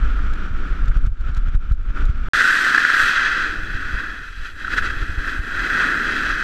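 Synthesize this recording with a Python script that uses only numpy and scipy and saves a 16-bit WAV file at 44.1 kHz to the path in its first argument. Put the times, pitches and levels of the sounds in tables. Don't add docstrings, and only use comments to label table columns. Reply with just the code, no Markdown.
import sys
import numpy as np
from scipy import signal
from scipy.fft import rfft, irfft, next_fast_len
from scipy.io import wavfile
from scipy.ndimage import uniform_filter1d

SR = 44100
rng = np.random.default_rng(int(sys.argv[2]) if len(sys.argv) > 2 else 0)


def wrap_up_sound(samples):
    columns = np.atleast_2d(samples).T
    tamed = np.clip(columns, -1, 1)
    steps = np.round(tamed * 32767).astype(np.int16)
    wavfile.write(sys.argv[1], SR, steps)


N = 283563
T = np.arange(N) / SR

# start_s, end_s
PASSAGES = [(0, 2.286), (2.334, 6.44)]

# time_s, scrape_level_db, rasp_level_db, drone_level_db
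TURNS = [(2.35, -14.5, -27.5, -41.5), (2.85, -17, -29.5, -43.5), (3.06, -15.5, -26.5, -45.5),
         (3.44, -20, -32.5, -40), (3.6, -30, -42.5, -41), (4.0, -26.5, -40.5, -45),
         (4.15, -32, -45.5, -44.5), (4.34, -39.5, -47, -59.5), (4.6, -30.5, -42, -48.5),
         (4.74, -32, -42.5, -40.5), (5.0, -29.5, -41.5, -42), (5.12, -32, -44, -43), (5.46, -29, -43, -41),
         (5.6, -22.5, -36, -37.5), (5.82, -16, -31, -32.5), (5.95, -21.5, -36.5, -36),
         (6.15, -20.5, -33, -33), (6.43, -23, -36, -41)]
# centre_s, half_length_s, gain_db
SURGES = [(3.255, 0.023, 2), (4.46, 0.031, 4), (4.545, 0.041, -9.5), (4.735, 0.027, 11.5),
          (4.781, .017, 16.5), (4.815, 0.009, -5), (4.858, 0.037, 10), (5.295, 0.058, 7.5),
          (6.31, 0.022, 3)]
# centre_s, half_length_s, gain_db
CRUNCHES = [(.194, 0.0025, 5), (.549, .003, 5.5), (.755, 0.0025, 5), (.836, 0.0034, 8), (.919, 0.0037, 12),
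            (1.859, 0.0046, 9), (2.364, 0.0021, -1.5), (2.667, .002, 7), (2.749, 0.002, 10),
            (2.78, 0.003, 9.5), (2.851, 0.0021, 13), (2.903, 0.0018, 9.5), (3.002, 0.0022, 7),
            (3.096, 0.0022, 9.5), (4.331, 0.0024, 8), (4.65, 0.0034, 13.5), (4.682, .002, 11.5),
            (4.826, 0.0025, 8), (6.264, 0.0022, 6.5)]
# centre_s, half_length_s, gain_db
POWDER_SWELLS = [(2.48, 0.44, 14.5), (3.03, .11, 13), (4.45, 0.18, 3), (4.78, 0.069, 5), (5.25, 0.33, 3.5),
                 (5.85, .3, 5), (6.3, 0.21, 2)]
# time_s, share_0_to_1
DIRECT = [(2.33, 0.76), (3.1, 0.26), (3.6, 0.09), (6.43, 0.2)]
# time_s, level_db
GLIDE_WEIGHT = [(0.02, -35.5), (0.8, -38), (1.05, -42.5), (1.35, -43), (1.66, -47.5), (1.92, -46),
                (1.985, -31), (2.07, -46), (2.28, -38)]
# start_s, thump_db, ridge_load_db, drop_db, shift_s
JOLTS = [(0.51, -12.5, -1.5, 3, .02), (0.879, -9.5, 2, 4, .04), (0.963, -9, 2.5, 3.5, .05),
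         (1.07, -8, -1.5, 15.5, .11), (1.291, -11.5, 5, 2.5, .03), (1.374, -11, 4.5, 2, .04),
         (1.479, -10, 5, 2, .02), (1.548, -7.5, 5, 12.5, .055), (1.633, -23, 4.5, 1, 0.022),
         (1.713, -7, 3, 9, .09), (1.903, -18, 6.5, 4, .02), (2.028, -18, 3.5, -3, .02),
         (2.094, -5, 6, 1, .04), (3.999, -24.5, 3, 3, .02), (4.741, -27, -1, 3.5, .02),
         (4.889, -21, -1.5, -7, 0.018), (5.024, -20, 3.5, 3, .04), (5.177, -17.5, -2, -5, .02),
         (5.391, -13, -0.5, 6.5, .03)]
# start_s, length_s, level_db
CREAKS = [(0.335, 0.0047, -48.5), (.857, .002, -50), (0.88, .009, -51), (0.969, 0.0059, -50),
          (1.053, 0.0022, -52), (1.061, 0.0083, -50.5), (1.21, 0.0028, -52.5), (1.348, .002, -47),
          (1.367, .007, -49.5), (1.377, 0.0045, -50), (1.484, 0.005, -51), (1.549, 0.0068, -50.5),
          (1.72, 0.0062, -53.5), (2.054, 0.0019, -44.5), (2.1, 0.0033, -52)]
# time_s, level_db
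AIR = [(0, -20), (2.29, -21.5), (2.33, -40), (2.85, -49.5), (3.3, -38.5), (3.75, -32.5), (4.22, -41.5),
       (4.6, -40.5), (4.82, -31), (5.2, -35), (5.8, -40.5), (6.43, -38)]
# centre_s, half_length_s, gain_db
GUSTS = [(.06, 0.1, 4), (.27, 0.039, 5.5), (.43, 0.054, -3.5), (.55, 0.019, 5), (.65, 0.046, -1),
         (.87, 0.035, 5.5), (1.04, 0.074, 4.5), (1.165, 0.019, -22), (1.44, 0.017, 4), (1.64, 0.046, -4),
         (2.05, 0.037, 7), (3.02, 0.045, 12.5), (3.63, 0.022, 4), (3.95, 0.03, 12), (4.42, 0.044, 8.5),
         (5.02, 0.013, 8), (5.6, .06, 5), (6.31, 0.051, 5)]

# frequency_hz, level_db
SKID_COLOUR = [(300, -22.5), (800, -28.5), (1000, -22), (1180, -12), (1340, -1.5), (1550, 2), (1750, -1),
               (1980, -6.5), (2200, -15.5), (3000, -45.5), (6000, -78)]
SKID_RASP = [(1500, -11), (2300, -3), (3600, -0.5), (4700, -5), (6500, -12), (8000, -17), (9000, -25.5),
             (15000, -42)]
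POWDER_COLOUR = [(3000, 4.5), (5500, -5), (7800, 14), (9000, 9), (10000, 0), (11400, 6), (12200, -3.5),
                 (14000, 0), (15400, -16)]
# frequency_hz, level_db
GLIDE_COLOUR = [(400, -19), (850, -21), (1050, -15), (1350, 2.5), (1600, -5), (2000, -15.5), (3000, -42),
                (6000, -45)]
GLIDE_RASP = [(1200, -14.5), (2100, 1.5), (3200, 2.5), (4300, -7.5), (6000, -13.5), (7400, -20),
              (9000, -26.5), (11500, -30), (15000, -39)]
# frequency_hz, level_db
DRONE_COLOUR = [(60, -16), (130, -2.5), (200, -1.5), (290, 4), (420, -4), (600, -12.5), (850, -15.5),
                (1400, -33)]
TICK_COLOUR = [(800, -26), (1500, -16), (3500, 10.5), (5500, 0.5), (7000, 3), (9000, -9), (13000, -13),
               (16000, -37)]
# frequency_hz, level_db
WIND_COLOUR = [(8, 3.5), (20, 7.5), (35, 7), (52, 1.5), (68, -12.5), (90, -18), (130, -39.5), (220, -47),
               (500, -60), (1500, -59)]
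LEE_COLOUR = [(8, 8.5), (20, 1), (35, 3), (55, -9.5), (80, -10.5), (120, -23), (220, -39), (500, -82),
              (1500, -109)]
# centre_hz, half_width_hz, lift_db
SKID_MODES = [(2169, 44, -15.5), (2578, 172, 13), (3277, 250, 8), (3656, 130, -10), (3890, 160, 6),
              (5370, 130, -4), (5900, 160, 2.5), (6980, 190, -5.5), (7700, 550, -3.5), (8950, 590, -11),
              (9970, 320, 5), (10950, 500, 0), (12400, 400, 1)]
GLIDE_MODES = [(2380, 200, 4.5), (3280, 320, 0), (5480, 110, -4), (5680, 100, 6), (7360, 250, 4)]

RIDGE_S = 0.02
SHIFT_DELAY_S, SHIFT_RISE_S = 0.0094, 0.0031
FULL_EDGE_DB = -20
TOP_HZ = 15400


def skid(load, crunch, powder_db=-56.0, drone_db=0.5, rasp_law=0.9, powder_law=0.46, drone_law=0.32):
    surge = swells(SURGES) + load
    force = curve(TURNS) + surge
    pressure = contact(judder_db=0.84, judder_hz=70.4)

    scrape = ring(crust(5500, 2.2, 0.73) * pressure * crunch, SKID_COLOUR, SKID_MODES)
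    scrape_gain = undb(force)

    rasp = through_case(crust(9000, 1.7, 0.2) * pressure * crunch ** 0.29, SKID_RASP)
    rasp_gain = undb(curve(TURNS, axis=2) + rasp_law * surge)

    effort = np.minimum(force - FULL_EDGE_DB, 0)
    powder = through_case(crust(9000, 4.6, 0.9), POWDER_COLOUR)
    powder_gain = undb(powder_db + powder_law * effort + swells(POWDER_SWELLS))

    drone = ring(crust(2000, 1, 0.76) * pressure * crunch ** 0.21, DRONE_COLOUR)
    drone_gain = undb(drone_db + curve(TURNS, axis=3) + drone_law * surge)
    return scrape_gain * scrape + rasp_gain * rasp + powder_gain * powder + drone_gain * drone


def glide(load, crunch, scrape_db=0.5, rasp_db=-11, drone_db=-2,
          rasp_law=0.84, drone_law=0.87, drone_load=0.9, usual_db=-40):
    force = curve(GLIDE_WEIGHT) - usual_db
    pressure = contact(judder_db=1.07, judder_hz=60)

    scrape = ring(crust(3000, 2.7, 0.73) * pressure * crunch, GLIDE_COLOUR, GLIDE_MODES)
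    scrape_gain = undb(scrape_db + force + load)

    rasp = ring(crust(5000, 2.9, 0.98) * pressure, GLIDE_RASP, GLIDE_MODES)
    rasp_gain = undb(rasp_db + rasp_law * force + load)

    drone = ring(rng.standard_normal(N) * pressure, DRONE_COLOUR, [(183, 77, 9.9)])
    drone_gain = undb(drone_db + drone_law * force + drone_load * load)
    return undb(usual_db) * (scrape_gain * scrape + rasp_gain * rasp + drone_gain * drone)


def crust(snaps_per_s, scatter_db, powder):
    sizes = undb(scatter_db * np.minimum(rng.exponential(size=N), 4))
    breaking = rng.random(N) < snaps_per_s / SR
    snaps = breaking * sizes * rng.choice([-1, 1], N)
    return snaps / snaps.std() + powder * rng.standard_normal(N)


def contact(judder_db, judder_hz):
    return undb(judder_db * walk(judder_hz))


def ridge_load():
    load = swells([(s, RIDGE_S, on_ridge) for s, _, on_ridge, _, _ in JOLTS])
    for s, _, _, drop, shift_s in JOLTS:
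        age = np.clip(T - s - SHIFT_DELAY_S, 0, 4 * shift_s)
        shifting = 1 - np.exp(-age / SHIFT_RISE_S)
        settling = np.exp(-(age / shift_s) ** 2)
        load = load - drop * shifting * settling
    return load


def through_case(x, spectrum):
    share = np.clip(curve(DIRECT), 0, 1)
    return share * ring(x, spectrum) + (1 - share) * ring(x, spectrum, SKID_MODES)


def jolts(rise_s=0.0048, decay_s=0.012, swing_hz=24):
    t = np.arange(SR // 8) / SR
    thump = (1 - np.exp(-(t / rise_s) ** 2)) * np.exp(-t / decay_s) * np.cos(2 * np.pi * swing_hz * t)
    kicks = np.zeros(N)
    for s, db, *_ in JOLTS:
        kicks[int(s * SR)] += undb(db)
    return signal.fftconvolve(kicks, thump / thump.max())[:N]


def creaks(level_db=1.0, rattle_db=-73):
    force = sum(undb(db) * ((T >= s) & (T < s + length)) for s, length, db in CREAKS)
    rattle = ring(crust(160, 2.4, 0), TICK_COLOUR)
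    clicks = ring(crust(3800, 2.3, 0.38), TICK_COLOUR)
    return undb(level_db) * force * clicks + undb(rattle_db) * rattle


def wind(spectrum, level_db, hold_s, flutter_db):
    rumble = ring(rng.standard_normal(N), spectrum)
    rumble = rumble / np.sqrt(uniform_filter1d(rumble ** 2, int(hold_s * SR)) + 1e-9)
    small_eddies = ring(rng.standard_normal(N), [(70, 10.5), (140, -8.5), (260, -34.0), (500, -20.5)])
    flutter = rumble ** 2 * small_eddies
    return undb(level_db) * (rumble + undb(flutter_db) * flutter)


def ring(x, spectrum, modes=()):
    size = next_fast_len(N + SR // 2, real=True)
    f = np.maximum(np.arange(size // 2 + 1) * SR / size, 1)
    hz, db = np.transpose(spectrum)
    shape_db = np.interp(np.log(f), np.log(hz), db)
    for centre, width, lift in modes:
        shape_db = shape_db + lift * np.exp(-np.minimum(((f - centre) / width) ** 2, 20))
    skirts = np.minimum(f / hz[0], 1) * np.minimum(hz[-1] / f, 1) ** 2
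    y = irfft(rfft(x, size) * undb(shape_db) * skirts, size)[:N]
    return y / y.std()


def walk(rate):
    size = next_fast_len(N, real=True)
    hz = np.arange(size // 2 + 1) * SR / size
    y = irfft(rfft(rng.standard_normal(size)) * np.exp(-(hz / rate) ** 2), size)[:N]
    return y / y.std()


def curve(table, axis=1):
    columns = np.transpose(table)
    return np.interp(T, columns[0], columns[axis])


def swells(table):
    return sum(db * np.exp(-np.minimum(((T - s) / length) ** 2, 20)) for s, length, db in table)


def undb(db):
    return 10 ** (np.asarray(db) / 20)


def scene():
    first, second = (uniform_filter1d(1. * ((T >= a) & (T < b)), size=32) for a, b in PASSAGES)
    load = ridge_load()
    crunch = undb(swells(CRUNCHES))
    air = undb(curve(AIR) + swells(GUSTS))

    glide_wind = air * wind(WIND_COLOUR, level_db=2.5, hold_s=0.11, flutter_db=-23)
    gliding = glide(load, crunch) + glide_wind + creaks()

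    skid_wind = air * wind(LEE_COLOUR, level_db=7.5, hold_s=0.15, flutter_db=-19)
    skidding = skid(load, crunch) + skid_wind
    return (first * gliding + second * skidding + (first + second) * jolts())[None]


def record(dry):
    rounded = dry / (1 + (dry / .85) ** 6) ** (1 / 6)
    top_cut = signal.ellip(10, .2, 70, TOP_HZ, fs=SR, output="sos")
    return signal.sosfilt(top_cut, rounded)


dry = scene()
out = record(dry)
wrap_up_sound(out)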